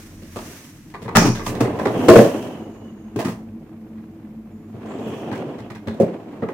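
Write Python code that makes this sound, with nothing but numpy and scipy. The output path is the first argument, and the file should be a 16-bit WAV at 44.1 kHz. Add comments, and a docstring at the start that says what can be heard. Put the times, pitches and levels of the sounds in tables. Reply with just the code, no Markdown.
"""A compressor hums in a small kitchen while a refrigerator door swings shut. Then a plastic freezer drawer is pulled:
its seal pops, it rolls, bangs on its stop, and is pushed back with small knocks.
Each knock is a burst of noise ringing the cabinet, box, walls and rails; rolling, air and hum are shaped noise
and wavering tones. The loudest blows overload the microphone."""
import sys
import numpy as np
from scipy import signal
from scipy.fft import rfft, irfft, next_fast_len
from scipy.io import wavfile
from scipy.ndimage import uniform_filter1d, map_coordinates

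SR = 44100
rng = np.random.default_rng(int(sys.argv[2]) if len(sys.argv) > 2 else 0)


def generate_wav(sig):
    """Save sig (samples, or channels by samples) to the path in sys.argv[1] as 16-bit PCM at SR."""
    pcm = np.round(np.clip(np.atleast_2d(sig).T, -1, 1) * 32767).astype(np.int16)
    wavfile.write(sys.argv[1], SR, pcm)


def invert_db(level):
    """Linear amplitude ratio for a level in decibels (20 dB per decade), elementwise."""
    return 10 ** (np.asarray(level, dtype=float) / 20)


N = 287973  # length in samples

# Ringing of the steel runners. Each row: pitch in Hz, width in Hz, relative level in dB.
RAILS = [(1750, 170, 2), (2805, 75, -3.5), (4375, 360, -6), (5570, 480, -19), (7120, 200, -9),
         (7400, 77, -12), (8400, 177, -7)]


def unit(x):
    """Scales a sound to an rms of 1."""
    return x / np.sqrt(np.mean(x ** 2) + 1e-20)


def along(points, hz):
    """Reads a curve of (Hz, value) points on a log frequency axis."""
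    f, v = np.transpose(points)
    return np.interp(np.log(hz + 1), np.log(f + 1), v)


def wobble(rate):
    """A smooth random curve with the given number of random points a second."""
    points = rng.standard_normal(int(N * rate / SR) + 4)
    return map_coordinates(points, [np.arange(N) * rate / SR])


def filtered(x, response):
    """Passes a sound through a filter given as a function of frequency."""
    n = x.shape[-1]
    padded_n = next_fast_len(n + 8192)
    hz = np.fft.rfftfreq(padded_n, 1 / SR)
    return irfft(rfft(x, padded_n) * response(hz), padded_n)[..., :n]


def modes(table):
    """Filter made of resonances: each rings at its own pitch, and a narrow one rings longer."""
    def response(f):
        total = 0
        for k, (hz, width, db) in enumerate(table):
            peak = 1j * f * width / (hz * hz - f * f + 1j * f * width)
            total = total + (-1) ** k * invert_db(db) * peak  # alternating signs
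        return total
    return response


def colour(spectrum):
    """Filter that follows a curve of (Hz, dB) points."""
    return lambda hz: invert_db(along(spectrum, hz))


def stereo(pair, response):
    """Mixes two unrelated signals into a left and right that share more of the bass, then sets rms 1."""
    # Each row: frequency in Hz, likeness of left and right (1 = the same, 0 = unrelated).
    alike = [(60, 1), (330, 0.96), (480, 0.92), (1000, 0.69), (2000, 0.2), (4000, -0.12), (15000, 0.095)]

    def mid_and_side(hz):
        turn = np.arccos(np.clip(along(alike, hz), -1, 1)) / 2
        return response(hz) * np.array([np.cos(turn), np.sin(turn)])

    mid, side = filtered(pair, mid_and_side)
    return unit(np.array([mid + side, mid - side]))


def swells(table):
    """Sum of envelopes that climb to a peak and sink again at steady dB rates."""
    t = np.arange(N) / SR
    total = np.zeros(N)
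    for peak_s, db, rise, fall in table:
        rate = np.where(t < peak_s, rise, fall)
        total += invert_db(db - np.abs(rate * (t - peak_s)))
    return total


def knocks():
    """Each knock is one blow and a dying rattle of contacts that drive every set of modes."""
    # Ringing of cabinet, drawer box and thin plastic walls.
    # Each row: pitch in Hz, width in Hz, relative level in dB.
    cabinet_modes = [(95, 22, -16.5), (122.6, 13, -7), (178, 8.1, -7.5), (221.2, 14.25, -5),
                     (259.5, 31, -18.5)]
    box_modes = [(290.4, 35, 0.5), (357.5, 26.3, -1), (404.2, 17, 2), (455, 25.6, 2), (556, 33, 1),
                 (627, 12.5, 4), (659, 36, 2), (730, 112, -2)]
    wall_modes = [(842, 155, 1), (1050, 147, 1.5), (1192, 118, 0.5), (1513, 106, -6), (1580, 98, -3.5),
                  (2030, 320, -9), (2456, 97, -10.5), (3700, 1700, -22.5), (4510, 300, -31.5)]
    # Sharp crack of the contact. 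Each row: frequency in Hz, relative level in dB per Hz.
    crack_tone = [(1530, -14.5), (2600, 0), (4350, -7.5), (5600, -3.5), (7560, -5), (14300, -6.5),
                  (15700, 0), (16300, -19)]

    out = np.zeros((2, N + SR))
    t = np.arange(SR // 3) / SR
    first_part = round(.03 * SR)  # the levels hold for the rms of the first 30 ms
    for s, box_db, favoured_hz, boom_db, clack_db, crack_db, t60, tilt_db in all_knocks():
        # where the blow lands picks the box modes
        box = [(hz, width, level - 17 * np.log2(hz / favoured_hz) ** 2) for hz, width, level in box_modes]
        walls = [(hz, width, level + tilt_db * np.log2(hz / 1000)) for hz, width, level in wall_modes]
        dull_hz = 9000 * invert_db(0.096 * (crack_db - clack_db - 7.0))  # the weaker the crack, the duller
        crack = lambda f: colour(crack_tone)(f) / (1 + (f / dull_hz) ** 2)
        # contacts come in lumps
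        lumps_db = 5.36 * uniform_filter1d(rng.standard_normal(len(t)), size=90) * 8.4
        contacts = invert_db(lumps_db)
        # Each row: filter, level in dB, stretch of the rattle, strength of the first contact, rise in seconds.
        parts = [(soft(cabinet_modes, 410), boom_db, 1.1, 30, .0006),
                 (soft(box, 1380), box_db - 2.5, .99, 30, .002),
                 (soft(walls, 5000), clack_db, .9, 8, .002),
                 (crack, crack_db, .85, 1.5, .0015),
                 (soft(RAILS, 15000), crack_db - 6, 1.1, 1.1, .002)]
        for response, part_db, stretch, blow, rise in parts:
            decay = invert_db(-60 * t / (stretch * max(t60, .005)))
            rattle = rng.standard_normal((2, len(t))) * contacts * decay * (1 - np.exp(-t / rise))
            rattle[:, 8] += blow * np.sign(rattle[:, 8])  # first contact
            ring = stereo(rattle, response)
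            ring = ring / np.sqrt(np.mean(ring[:, :first_part] ** 2))
            start = round(s * SR)
            out[:, start:start + len(t)] += invert_db(part_db - 5.5) * ring
    return out[:, :N]


def all_knocks():
    """Lists blows, bumps and chance jolts with the force each gives to the parts that ring."""
    # Hard blows of door and drawer body on frame and stops; levels are before the trims in knocks().
    # Each row: start in seconds, box level in dB, favoured box pitch in Hz, boom level in dB, clack level in dB.
    blows = [(0.359, -24.5, 455, -28.5, -32), (1.152, -10, 470, -7.5, -6.5), (1.21, -28, 285, -16.5, -23),
             (1.249, -8, 268, -11.5, -20), (1.462, -28, 452, -26.5, -24.5), (1.604, -9, 320, -13.5, -22.5),
             (2.084, 7.5, 427, -7, -10.5), (2.132, -3, 444, -21, -21.5), (2.156, 6.5, 428, -4.5, -14),
             (2.185, 2.5, 449, -10, -18.5), (2.209, -4.5, 412, -22, -32.5), (2.244, -22, 420, -33, -28),
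             (3.16, -14, 258, -23, -35), (3.189, -20, 633, -30, -27), (3.247, -19.5, 268, -19, -28),
             (3.283, -26, 450, -24, -34), (5.999, -3, 448, -12, -33)]
    # Lighter bumps of fingers, rollers and contents; levels are before the trims in knocks().
    # Each row: start in seconds, box level in dB, boom level in dB, clack level in dB, crack level in dB.
    bumps = [(0.219, -36, -35, -52.5, -51), (0.899, -56, -47, -54, -52.5), (0.94, -33, -44, -29.5, -52),
             (1.019, -31.5, -34, -42.5, -44.5), (1.05, -31.5, -25, -38, -54), (1.08, -24, -35, -26.5, -49),
             (1.351, -29, -27.5, -31, -39), (1.394, -27.5, -31, -28, -57), (1.488, -31, -22, -62, -38),
             (1.55, -27, -28, -38, -43), (1.65, -14.5, -38, -28.5, -56), (1.789, -17.5, -40, -22.5, -42),
             (1.854, -9.5, -20, -18.5, -38.5), (2.42, -36, -42.5, -54, -45),
             (3.979, -49.5, -42.5, -52.5, -70), (4.739, -35.5, -28.5, -64, -76),
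             (4.848, -28, -54, -56, -69), (4.986, -26, -45, -43, -60), (5.058, -30.5, -27.5, -56, -60),
             (5.315, -36, -26, -30, -45.5), (5.35, -39, -52, -37, -47), (5.584, -47, -29.5, -41, -52),
             (5.701, -34.5, -31, -36.5, -47.5), (5.749, -43, -39, -38.5, -50),
             (5.872, -22.5, -21, -31.5, -45), (6.422, -15.5, -20, -30, -57),
             (6.486, -21.5, -37, -31, -51.5)]

    # a blow's rattle lasts at most 0.18 s, or 4.9 times the gap to the next blow, before each part stretches it
    blow_t60_s, cut_short = 0.18, 4.9
    gaps = np.diff([row[0] for row in blows] + [N / SR])
    knock_list = []
    for row, gap in zip(blows, gaps):
        crack_db = row[-1] - 5.5
        knock_list.append((*row, crack_db, min(blow_t60_s, cut_short * gap), 0))

    # small chance jolts come more often when the rolling is hard
    jolt_count = 12
    jolt_db = np.array((-1.5, -11, -29, -21))  # box, boom, clack and crack over the rolling
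    level_db = rolling_db()[:-SR // 10]
    travel = np.cumsum(invert_db(level_db) ** .5)
    places = travel[-1] * (np.arange(jolt_count) + rng.random(jolt_count)) / jolt_count
    at = np.searchsorted(travel, places).clip(max=len(travel) - 1)
    jolts = [(i / SR, *(level_db[i] + jolt_db)) for i in at]

    bump_hz, bump_t60_s = 400, 0.14  # favoured box pitch; rattle before each part stretches it
    for s, box_db, boom_db, clack_db, crack_db in bumps + jolts:
        # harder bumps favour the high wall modes, in dB an octave
        tilt_db = 0.53 * np.clip(crack_db - clack_db + 23, 0, 15)
        knock_list.append((s, box_db, bump_hz, boom_db, clack_db, crack_db, bump_t60_s, tilt_db))
    return knock_list


def soft(table, top_hz):
    """Resonances struck at a new spot, through a yielding contact that passes nothing sharp."""
    struck = [(hz, width, db + rng.normal(0, 1.9)) for hz, width, db in table]

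    def response(f):
        yielding = 1 / (1 + 1j * f / top_hz) ** 2
        less_bass = 1j * f / (70 + 1j * f)
        return modes(struck)(f) * yielding * less_bass
    return response


def seal():
    """Air rushes in through the opened gap and the cabinet pressure swings, slowing to a steady pitch."""
    # One row: inrush level in dB, its time to fall 60 dB in seconds, suction peak level in dB,
    # its time to fall 60 dB in seconds, final suction pitch in Hz.
    inrush_db, inrush_t60, suction_db, suction_t60, suction_hz = (-17.5, .5, -21.5, 1, 27.5)
    # Rushing air. Each row: frequency in Hz, relative level in dB per Hz.
    inrush_tone = [(1470, -38.5), (2500, -1), (3040, -57.5), (3740, -20), (4510, -11), (5440, 0),
                   (6110, -2), (10100, -34), (16000, -57)]

    seal_s = 1.154  # when the seal lets go
    t = np.maximum(np.arange(N) / SR - seal_s, 0)
    inrush_level = invert_db(inrush_db - 60 * t / inrush_t60) * (1 - np.exp(-t / 0.0071))
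    inrush = stereo(rng.standard_normal((2, N)), colour(inrush_tone)) * inrush_level
    swings = suction_hz * (t + 0.015 * (1 - np.exp(-t / .02)))  # faster at first
    suction = invert_db(suction_db - 60 * t / suction_t60) * np.sin(2 * np.pi * swings)
    return inrush + suction


def motion():
    """Rollers bump along the rails and shake the box; gritty rubbing rings the runners, air hisses on top."""
    # Colours of rolling, rubbing, hiss and swishes. Each row: frequency in Hz, relative level in dB per Hz.
    roll_tone = [(41, -64), (70, -63), (107, -5), (151, -8), (215, -3.5), (254, 0.5), (411, -4),
                 (459, -5.5), (648, -10), (708, -9), (1000, -21.5), (1300, -38), (2200, -120)]
    rub_tone = [(470, -55), (800, -10.5), (1020, -5.5), (1350, -11.5), (1550, -13.5), (2690, -18),
                (4000, -29.5), (5200, -65), (8800, -120)]
    hiss_tone = [(1760, -36), (3000, 1), (4860, 0), (6040, -0.5), (7200, -1.5), (8950, -10.5), (15100, -23),
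                 (16000, -23.5)]
    swish_tone = [(530, -35), (900, -9.5), (1770, -2.5), (3590, -9), (4860, -9), (6030, -4.5), (7230, -9),
                  (15100, -13.5), (16000, -19)]
    # Swishes of air at the door gap and of packets shifting.
    # Each row: peak in seconds, level in dB, rise in dB a second, fall in dB a second.
    swishes = [(0.0, -45.5, 50, 70), (.4, -47.5, 118, 42.5), (.54, -45.5, 50.5, 46.5),
               (1.36, -46.5, 200, 121), (1.48, -32.5, 499.5, 300), (1.9, -51.5, 26, 38),
               (2.2, -31.5, 92, 110), (2.4, -53, 40, 50.5), (3.29, -47.5, 200, 148), (5.15, -54, 45.5, 40)]

    # each dB of rolling adds 0.91 dB of rubbing and 0.45 dB of hiss
    roll_db = rolling_db()
    over_steady_db = roll_db + 30
    rub_db = -44 + 0.91 * over_steady_db
    hiss_db = -63 + .45 * over_steady_db

    # uneven levels in dB
    bumps = wobble(45)
    grit = 1.2 * bumps + 2.4 * wobble(200) + 1.5 * wobble(12)
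    flutter = 0.1 * bumps + 0.85 * wobble(75)

    noise = rng.standard_normal((5, 2, N))
    roll = stereo(noise[0] * invert_db(1.5 * bumps), colour(roll_tone))
    rub = stereo(noise[1] * invert_db(grit), colour(rub_tone))
    rub = rub + invert_db(-18.5) * stereo(noise[3] * invert_db(grit), modes(RAILS))
    hiss = stereo(noise[2] * invert_db(flutter), colour(hiss_tone))
    swish = stereo(noise[4] * invert_db(.9 * wobble(60)), colour(swish_tone))
    return invert_db(roll_db) * roll + invert_db(rub_db) * rub + invert_db(hiss_db) * hiss + swells(swishes) * swish


def rolling_db():
    """Level of the rolling over time: faster or harder movement is louder."""
    # Movement of the door, then of the drawer. Each row: time in seconds, rolling rumble in dB.
    rolling = [(0, -49.5), (.27, -57.5), (.45, -42), (.82, -59.5), (1.11, -40), (1.221, -16.5), (1.36, -40),
               (1.6, -24), (1.852, -27.5), (2.07, -17.5), (2.219, -18.5), (2.47, -30.5), (2.93, -47),
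               (4.67, -51), (4.91, -30), (5.49, -30), (5.8, -46), (6.04, -29), (6.2, -38), (6.53, -37.5)]
    return np.interp(np.arange(N) / SR, *np.transpose(rolling))


def squeaks():
    """Faint runner squeaks: tones blurred by random wavering, sagging in pitch."""
    # Each row: start in seconds, end in seconds, starting pitch in Hz, rate of the blur in Hz,
    # level in dB before fading and wavering.
    squeak_list = [(2.2, 2.34, 1770, 150.5, -41), (1.9, 2.7, 3000, 800, -41), (2.25, 3.4, 2990, 140, -62),
                   (4.85, 5.9, 2950, 1100, -50), (2.4, 3.5, 6800, 450, -67), (5.872, 5.99, 3900, 1100, -52),
                   (4.499, 4.8, 7050, 200, -73), (4.86, 5.3, 7400, 1600, -59.5),
                   (4.95, 5.7, 6000, 1200, -65), (5.07, 5.118, 11500, 400, -58)]

    sag = 0.046  # share of pitch lost by the end
    t = np.arange(N) / SR
    out = np.zeros((2, N))
    for start, end, hz, width_hz, db in squeak_list:
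        part = np.clip((t - start) / (end - start), 0, 1)
        turns = np.cumsum(hz * (1 - sag * part)) / SR
        fuzz = np.array([wobble(width_hz) + 1j * wobble(width_hz) for side in "LR"])
        tone = np.real(fuzz * np.exp(2j * np.pi * turns))
        fade = np.sin(np.pi * part ** .55) ** 1.5
        out += invert_db(db + 2 * wobble(20)) * fade * tone
    return out


def sway():
    """Moving door and drawer push air about: a low rumble, strongest near 30 and 90 Hz, mostly just under the rolling."""
    # Pushes of air and cabinet sway. Each row: peak in seconds, level in dB, rise and fall in dB a second.
    pushes = [(.45, -46, 0, 60), (1.25, -42, 61.5, 40), (1.65, -40.5, 21, 27), (2.2, -47, 59, 62),
              (3.35, -56, 30, 33)]
    # Each row: frequency in Hz, relative level in dB per Hz.
    sway_tone = [(15, -24), (30, 4.5), (60, -14.5), (90, 10), (130, -18), (200, -84)]
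    level = invert_db(-68) + swells(pushes)  # a faint rest level stays throughout
    return level * stereo(rng.standard_normal((2, N)), colour(sway_tone))


def background():
    """Wavering compressor lines, each a tone in a halo of narrow noise, over the noise of the kitchen."""
    # Compressor. Each row: pitch in Hz, level in dB before halo and escape, width of the halo in Hz.
    hum_lines = [(50, -62, 4), (100, -53, 8), (219, -42.5, 16), (322, -52, 16), (430, -65, 5)]
    # Hum escaping through the open compartments. Each row: time in seconds, gain in dB.
    escape = [(0, -4), (.8, -29), (1.1, -30), (2.4, -0.5), (5.0, 0.5), (6.53, -8)]
    # Kitchen noise. Each row: frequency in Hz, relative level in dB per Hz.
    floor_tone = [(12, -56), (20, -36), (102, -6.5), (159, 2.5), (217, -2), (330, 1), (391, -31),
                  (1040, -29), (1300, -29.5), (2420, -31), (4240, -53), (15000, -39), (16300, -82)]

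    t = np.arange(N) / SR
    hum = np.zeros(N)
    for hz, db, width_hz in hum_lines:
        halo = 0.9 * (wobble(2 * width_hz) + 1j * wobble(2 * width_hz))
        hum += invert_db(db) * np.sqrt(2) * np.real((0.8 + halo) * np.exp(2j * np.pi * hz * t))
    escape_db = np.interp(t, *np.transpose(escape))
    room_noise = invert_db(-45) * stereo(rng.standard_normal((2, N)), colour(floor_tone))
    return invert_db(escape_db) * hum + room_noise


def kitchen(x):
    """The room's answer, each frequency dying at its own speed."""
    # Each row: frequency in Hz, time to fall 60 dB in seconds.
    t60_curve = [(150, 0.29), (1000, 0.32), (5000, 0.22), (14000, 0.22)]

    # drawn afresh every sixteenth of a second, so that no single random tail colours all knocks
    hop = SR // 16
    out = np.zeros((2, N + SR))
    padded = np.pad(x, ((0, 0), (hop + 250, 2 * hop)))  # the answer starts 250 samples late
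    for start in range(0, N, hop):
        hz, t, z = signal.stft(rng.standard_normal((2, SR // 3)), SR, nperseg=256)
        decay = invert_db(-60 * t / along(t60_curve, hz)[:, None])
        tail = signal.istft(z * decay, SR, nperseg=256)[1]
        tail = stereo(tail, lambda f: f / (f + 250)) / np.sqrt(tail.shape[1])  # less bass
        piece = padded[:, start:start + 2 * hop] * np.hanning(2 * hop)  # cross-fades the pieces
        answer = signal.fftconvolve(piece, tail, axes=1)
        out[:, start:start + answer.shape[1]] += answer
    return out[:, hop:N + hop]


def scene():
    """Adds all sources; the room answers the knocks and the seal."""
    blows = knocks() + seal()
    return blows + invert_db(-4.0) * kitchen(blows) + motion() + sway() + squeaks() + background()


def roll_off(x):
    """The treble ends steeply here."""
    return signal.sosfilt(signal.butter(12, 16430, fs=SR, output="sos"), x)


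def record(dry):
    """The two microphone ports differ a little in colour; the input overloads at full scale."""
    # Each row: frequency in Hz, left minus right in dB.
    lean = [(60, 0), (250, 0), (550, -1), (1650, -1.5), (5000, -1), (15000, -1.5)]
    ports = filtered(dry, lambda hz: invert_db(np.outer([.5, -.5], along(lean, hz))))
    clipped = ports / (1 + np.abs(ports) ** 16) ** (1 / 16)
    return roll_off(clipped)


dry = scene()
out = record(dry)
generate_wav(out)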